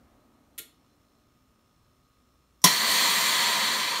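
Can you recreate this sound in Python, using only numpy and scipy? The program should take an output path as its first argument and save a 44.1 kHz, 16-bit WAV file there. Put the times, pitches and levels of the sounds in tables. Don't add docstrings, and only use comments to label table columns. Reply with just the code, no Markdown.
import sys
import numpy as np
from scipy import signal
from scipy.fft import rfft, irfft
from scipy.io import wavfile
from scipy.ndimage import uniform_filter1d

SR = 44100
rng = np.random.default_rng(int(sys.argv[2]) if len(sys.argv) > 2 else 0)


def master(y):
    cut = np.clip(np.atleast_2d(y).T, -1, 1)
    pcm = np.round(cut * 32767)
    wavfile.write(sys.argv[1], SR, pcm.astype(np.int16))


def to_linear_factor(level_db):
    exponent = np.asarray(level_db, float) / 20
    return 10 ** exponent


N = 176400


def evened(x):
    return x / np.sqrt(np.mean(x ** 2) + 1e-20)


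def read(points, hz):
    f, value = np.transpose(points)
    return np.interp(np.log(hz + 1), np.log(f + 1), value)


def shaped(gain, patch_db, gust_db):
    real, imag, wander = rng.standard_normal((N // 256 + 5, 513, 3)).T
    gusts = evened(uniform_filter1d(wander[0], size=9))
    patches = uniform_filter1d(wander, size=14, axis=0)
    patches = evened(uniform_filter1d(patches, size=12, axis=1))
    spectra = (real + 1j * imag) * gain * to_linear_factor(patch_db * patches + gust_db * gusts)
    return evened(signal.istft(spectra, nperseg=1024, noverlap=768)[1][:N])


def peaks(table, hz, order):
    return sum(to_linear_factor(db) ** 2 / (1 + (2 * (hz - f) / w) ** order) for f, w, db in table)


def coloured(x, gain_of_hz):
    return irfft(rfft(x) * gain_of_hz(np.fft.rfftfreq(N, 1 / SR)), N)


def tones(table):
    total = np.zeros(N)
    for f, width, db in table:
        noise = rng.standard_normal(N)
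        total += to_linear_factor(db) * evened(coloured(noise, lambda hz: np.sqrt(peaks([(f, width, 0)], hz, order=4))))
    return total


# [f/Hz, t60/s]
ROOM_DECAY = [(200, 0.28), (1000, 0.3), (4000, 0.35), (14000, 0.21)]


def room(x, wet_db):
    size = SR // 2
    taps = np.zeros(size)
    at = np.arange(100, size - 12, 12)
    taps[at + rng.integers(0, 12, len(at))] = rng.choice([-1., 1.], len(at))
    hz, t, spectra = signal.stft(taps, SR, nperseg=256)
    fade = to_linear_factor(-60 * t / read(ROOM_DECAY, hz)[:, None])
    tail = signal.istft(spectra * fade, SR, nperseg=256)[1]
    return x + to_linear_factor(wet_db) * signal.fftconvolve(x, tail / np.linalg.norm(tail))[:N]


def strike(hits, modes, crack, crack_db, crack_t60, wet_db, rise_s=0.00016):
    detune = .008
    t, out = np.arange(SR // 3) / SR, np.zeros(N)
    hz = np.fft.rfftfreq(1024, 1 / SR)
    noise = shaped(to_linear_factor(read(crack, hz))[:, None], 0, 0)
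    for s, level_db in hits:
        ring = np.zeros(len(t))
        for f, db, t60 in modes:
            near_hz = f * (1 + detune * rng.uniform(-1, 1))
            ring += to_linear_factor(db - 60 * t / t60) * np.sin(2 * np.pi * (near_hz * t + rng.random()))
        at = round(s * SR)
        hit = .4 * ring + to_linear_factor(crack_db - 60 * t / crack_t60) * noise[at:at + len(t)]
        out[at:at + len(t)] += to_linear_factor(level_db) * hit * np.minimum(t / rise_s, 1)
    return room(out, wet_db)


# [f/Hz, width/Hz, level/dB]
HOUSING = [(600, 70, -89), (1030, 90, -95), (1120, 40, -83), (1238, 40, -78), (1310, 70, -86),
           (2800, 300, -100), (3500, 400, -97), (4400, 120, -99), (5190, 40, -93), (5338, 100, -88),
           (6170, 200, -101), (7250, 300, -107)]
# [f/Hz, width/Hz, level/dB]
STEADY_TONES = [(59.2, 4, -76), (119.5, 6, -78), (4097, 14, -88), (1238, 3, -87), (7079, 14, -95),
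                (531, 6, -87)]
# [f/Hz, width/Hz, level/dB]
FADING_TONES = [(226, 6, -73), (258.4, 6, -71), (290.7, 6, -76), (377, 10, -81), (608, 10, -81),
                (727, 14, -82)]


def hum():
    motor_hz, waver_share = 58.97, .0002
    closed_s, open_db, bright_from_hz = .6, -11, 2000
    sway_db, fade_db_per_s = 1.5, -4.5
    t = np.arange(N) / SR
    waver = evened(uniform_filter1d(rng.standard_normal(N), size=9000))
    turns = np.cumsum(motor_hz * (1 + waver_share * waver)) / SR
    harmonics = np.arange(8, 127)
    sizes = np.sqrt(2 * peaks(HOUSING, harmonics * motor_hz, order=4))
    sizes = sizes * to_linear_factor(.7 * rng.standard_normal(len(harmonics)))
    closing = np.where(t < closed_s, to_linear_factor(open_db), 1)
    buzz = np.zeros(N)
    for k, size in zip(harmonics, sizes):
        wave = size * np.sin(2 * np.pi * (k * turns + .3 * rng.random()))
        buzz += wave * (closing if k * motor_hz > bright_from_hz else 1)
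    return buzz * to_linear_factor(sway_db * waver) + tones(STEADY_TONES) + tones(FADING_TONES) * to_linear_factor(fade_db_per_s * t)


# [f/Hz, level/dB per Hz]
HISS = [(12, -27), (20, 10.5), (65, 1.5), (241, -4.5), (802, -16.5), (1260, -13), (1610, -19), (5380, -23),
        (16000, -29)]
# [f/Hz, width/Hz, level/dB]
MIC_DIPS = [(4850, 300, -4), (7700, 600, -6), (10500, 1100, -4)]
# [f/Hz, level/dB per Hz]
RUMBLE = [(60, 1), (150, -13), (250, 7.5), (400, -7), (700, -4.5), (1200, -12), (2500, -21), (8000, -36)]


def floor():
    hiss_db, rumble_db, fade_db_per_s = -66.5, -63, -10.5
    hz, t = np.fft.rfftfreq(1024, 1 / SR), np.arange(N) / SR
    response = np.clip(1 - peaks(MIC_DIPS, hz, order=4), .1, 1)
    hiss = shaped((to_linear_factor(read(HISS, hz)) * response)[:, None], patch_db=.6, gust_db=.1)
    rumble = shaped(to_linear_factor(read(RUMBLE, hz))[:, None], patch_db=1.2, gust_db=.2)
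    return to_linear_factor(hiss_db) * hiss + to_linear_factor(rumble_db + fade_db_per_s * t) * rumble


# [t/s, level/dB]
RELAY_HITS = [
    (.579, -37.5),
    (.5805, -46),
    (.5835, -33),
    (.587, -36.5),
    (.591, -42.5),
]
# [f/Hz, level/dB, t60/s]
RELAY_MODES = [(1410, -11, .12), (1600, -18, .1), (1841, -14, .13), (2213, -14, .14), (2990, -12, .16),
               (3488, -14, .13), (3817, -11, .13), (4050, -11, .12), (4312, -13, .22)]
# [f/Hz, level/dB, t60/s]
RELAY_TOP = [(7360, -14, .04), (10300, -12, .03), (11640, -11, .03), (12100, -11, .03), (12460, -10, .03),
             (13200, -9, .03)]
# [f/Hz, level/dB per Hz]
RELAY_CRACK = [(250, -40), (950, -30), (1500, -10), (3800, -4), (4700, -16), (6500, -9), (12500, -3),
               (16000, -14)]


def relay():
    return strike(RELAY_HITS, RELAY_MODES + RELAY_TOP, RELAY_CRACK, crack_db=-3.5, crack_t60=.053, wet_db=-6)


# [t/s, level/dB]
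RELAY_PUSH = [(.581, -42)]
# [f/Hz, level/dB, t60/s]
RELAY_BODY = [(295, -2, .15), (345, -4, .17), (390, -6, .14), (432, -9, .3), (447, -2, .2), (505, -7, .09),
              (610, -6, .1), (1060, -9, .08)]


def relay_body():
    return strike(RELAY_PUSH, RELAY_BODY, RELAY_CRACK, crack_db=-40, crack_t60=.05, wet_db=-8, rise_s=.016)


# [t/s, level/dB]
CHATTER_HITS = [
    (2.618, -40),
    (2.6215, -43),
    (2.6245, -44),
    (2.6272, -45),
    (2.6302, -45),
    (2.6345, -42),
    (2.6365, -40),
    (2.6385, -38),
]
# [f/Hz, level/dB, t60/s]
CHATTER_MODES = [(5700, 3, .013), (7400, -7, .008), (9300, -6, .008), (11500, -5, .008), (1100, -12, .02)]
# [f/Hz, level/dB per Hz]
VALVE_CRACK = [(60, -40), (184, -4), (822, 1.5), (2840, -3), (5860, 4), (6580, 2), (16000, -3)]


def chatter():
    return strike(CHATTER_HITS, CHATTER_MODES, VALVE_CRACK, crack_db=-14, crack_t60=.01, wet_db=-13)


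# [t/s, level/dB]
VALVE_HITS = [
    (2.6405, -13.5),
    (2.6412, -5.5),
    (2.6445, -10),
    (2.648, -9.5),
    (2.651, -25),
    (2.657, -15.5),
    (2.669, -40),
    (2.674, -21),
]
VALVE_HZ = [1250, 1760, 2030, 3400, 3795, 4210, 5372, 5765, 6150, 6535, 7300, 9310, 11400]
VALVE_DB = [-12, -12, -9, -8, -8, -9, -12, -1, -8, -8, -11, -7, -10]
VALVE_T60 = [0.034, 0.023, 0.022, 0.049, 0.025, 0.045, 0.059, 0.037, 0.051, 0.026, 0.08, 0.057, 0.061]


def valve():
    modes = list(zip(VALVE_HZ, VALVE_DB, VALVE_T60))
    return strike(VALVE_HITS, modes, VALVE_CRACK, crack_db=-4.5, crack_t60=.027, wet_db=-8.5)


# [t/s, level/dB]
VALVE_PUSH = [(2.6412, -6)]
# [f/Hz, level/dB, t60/s]
VALVE_BODY = [(150, -9, 0.097), (188, -2.5, 0.083), (295, -12.5, 0.065), (700, -5, 0.06), (1034, 1, 0.074),
              (5700, 6.5, 0.052), (5510, 6, 0.051), (6020, 4, 0.033)]


def valve_body():
    return strike(VALVE_PUSH, VALVE_BODY, VALVE_CRACK, crack_db=-41, crack_t60=.05, wet_db=-7.5, rise_s=.0032)


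# [t/s, level/dB, treble tilt/dB per octave]
FLOW = [
    (2.661, -16.5, 0),
    (2.698, -26.5, 2),
    (2.77, -27.5, 2),
    (2.84, -25, 0),
    (2.9, -25, 2.5),
    (3.05, -23.5, 1),
    (3.2, -26, 2),
    (3.45, -24.5, 0),
    (3.7, -26, -0.46),
    (4.0, -29, -1.5),
]
# [f/Hz, level/dB per Hz]
JET = [(35, -67), (60, -42), (184, -7.5), (749, -7), (991, -3), (1410, -3.5), (4320, -3), (4860, -6),
       (16000, -23.5)]
# [f/Hz, width/Hz, level/dB over the jet]
CAVITY = [(184, 99, 0), (1002, 127, 8), (1150, 250, 5), (1777, 365, 1.5), (3244, 530, 2.5), (4140, 440, 4),
          (4485, 130, 9.5), (6140, 450, 2), (7200, 920, -5), (8980, 1250, 5.5), (13840, 4560, 5)]
PANEL_HZ = [1009, 1755, 1923, 2040, 2335, 2530, 3148, 3407, 3491, 3840, 4050, 4235, 4365, 4518]
PANEL_WIDTH = [50, 40, 30, 70, 40, 50, 40, 35, 30, 70, 35, 25, 70, 40]
PANEL_DB = [9, 9, 13, 9, 8, 3, 7, 8, 6, 9, 6, 10, 10, 7]
# [f/Hz, width/Hz, level/dB over the jet]
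LOW_AIR = [(520, 62, 3.5), (671, 20, 6)]
# [f/Hz, width/Hz, level/dB]
RIM = [(5750, 51, -6), (6670, 110, -5), (7050, 44, -3.5), (7400, 200, -3.5), (8120, 55, -2),
       (8380, 66, -5.5), (9470, 53, 2), (11500, 60, -9), (12400, 50, -12), (13300, 86, -8), (13600, 44, -1),
       (14000, 120, -5), (14400, 46, 4), (15000, 44, -5)]


def air():
    open_s, rush_s, pivot_hz = 2.642, .022, 2460
    tone_hz, sink_hz_per_s, tone_width_hz, tone_db = 14600, 2600, 700, 3.
    rim_db, flutter_db, gust_db = 13, 2, .22
    s, level_db, tilt_db = np.transpose(FLOW)
    hz, t = np.fft.rfftfreq(1024, 1 / SR), np.arange(N) / SR
    frame_s = np.arange(N // 256 + 5) * 256 / SR
    octaves = np.log2(np.maximum(hz, pivot_hz) / pivot_hz)[:, None]
    tilt = to_linear_factor(octaves * np.interp(frame_s, s, tilt_db))
    off_hz = hz[:, None] - tone_hz + sink_hz_per_s * (frame_s - open_s)
    tilt *= to_linear_factor(tone_db * np.exp(-(off_hz / tone_width_hz) ** 2))
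    panels = list(zip(PANEL_HZ, PANEL_WIDTH, PANEL_DB)) + LOW_AIR
    panels = panels + [(f, w, db + rim_db) for f, w, db in RIM]
    jet = shaped(tilt, 0, gust_db)
    roar = coloured(jet, lambda f: to_linear_factor(read(JET, f)) * np.sqrt(1 + peaks(CAVITY, f, order=6)))
    flutter = shaped(tilt, flutter_db, gust_db)
    roar += coloured(flutter, lambda f: to_linear_factor(read(JET, f)) * np.sqrt(peaks(panels, f, order=2)))
    opening = np.clip((t - open_s) / rush_s, 0, 1)
    return room(evened(roar) * to_linear_factor(np.interp(t, s, level_db)) * opening, wet_db=-6)


def thud():
    at_s, push_hz, level_db, width_s = 2.9, 60, -48, .033
    t = np.arange(N) / SR - at_s
    return to_linear_factor(level_db) * np.exp(-(t / width_s) ** 2) * np.sin(2 * np.pi * push_hz * t)


def scene():
    contacts = relay() + valve()
    cabinet = relay_body() + valve_body()
    mix = contacts + cabinet + chatter() + floor() + hum() + air() + thud()
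    return np.tile(mix, (2, 1))


def low_pass(x):
    return signal.sosfilt(signal.butter(12, 16470, fs=SR, output="sos"), x)


def record(dry):
    low_hz, edge_hz, ceiling = 45, 15710, 1.3
    low_cut = signal.sosfilt(signal.butter(2, low_hz, "high", fs=SR, output="sos"), dry)
    limited = np.tanh(low_cut / ceiling) * ceiling
    edge = signal.firwin(1201, edge_hz, window=("kaiser", 8), fs=SR)
    mix = signal.oaconvolve(limited, edge[None], "same")
    return low_pass(mix)


dry = scene()
out = record(dry)
master(out)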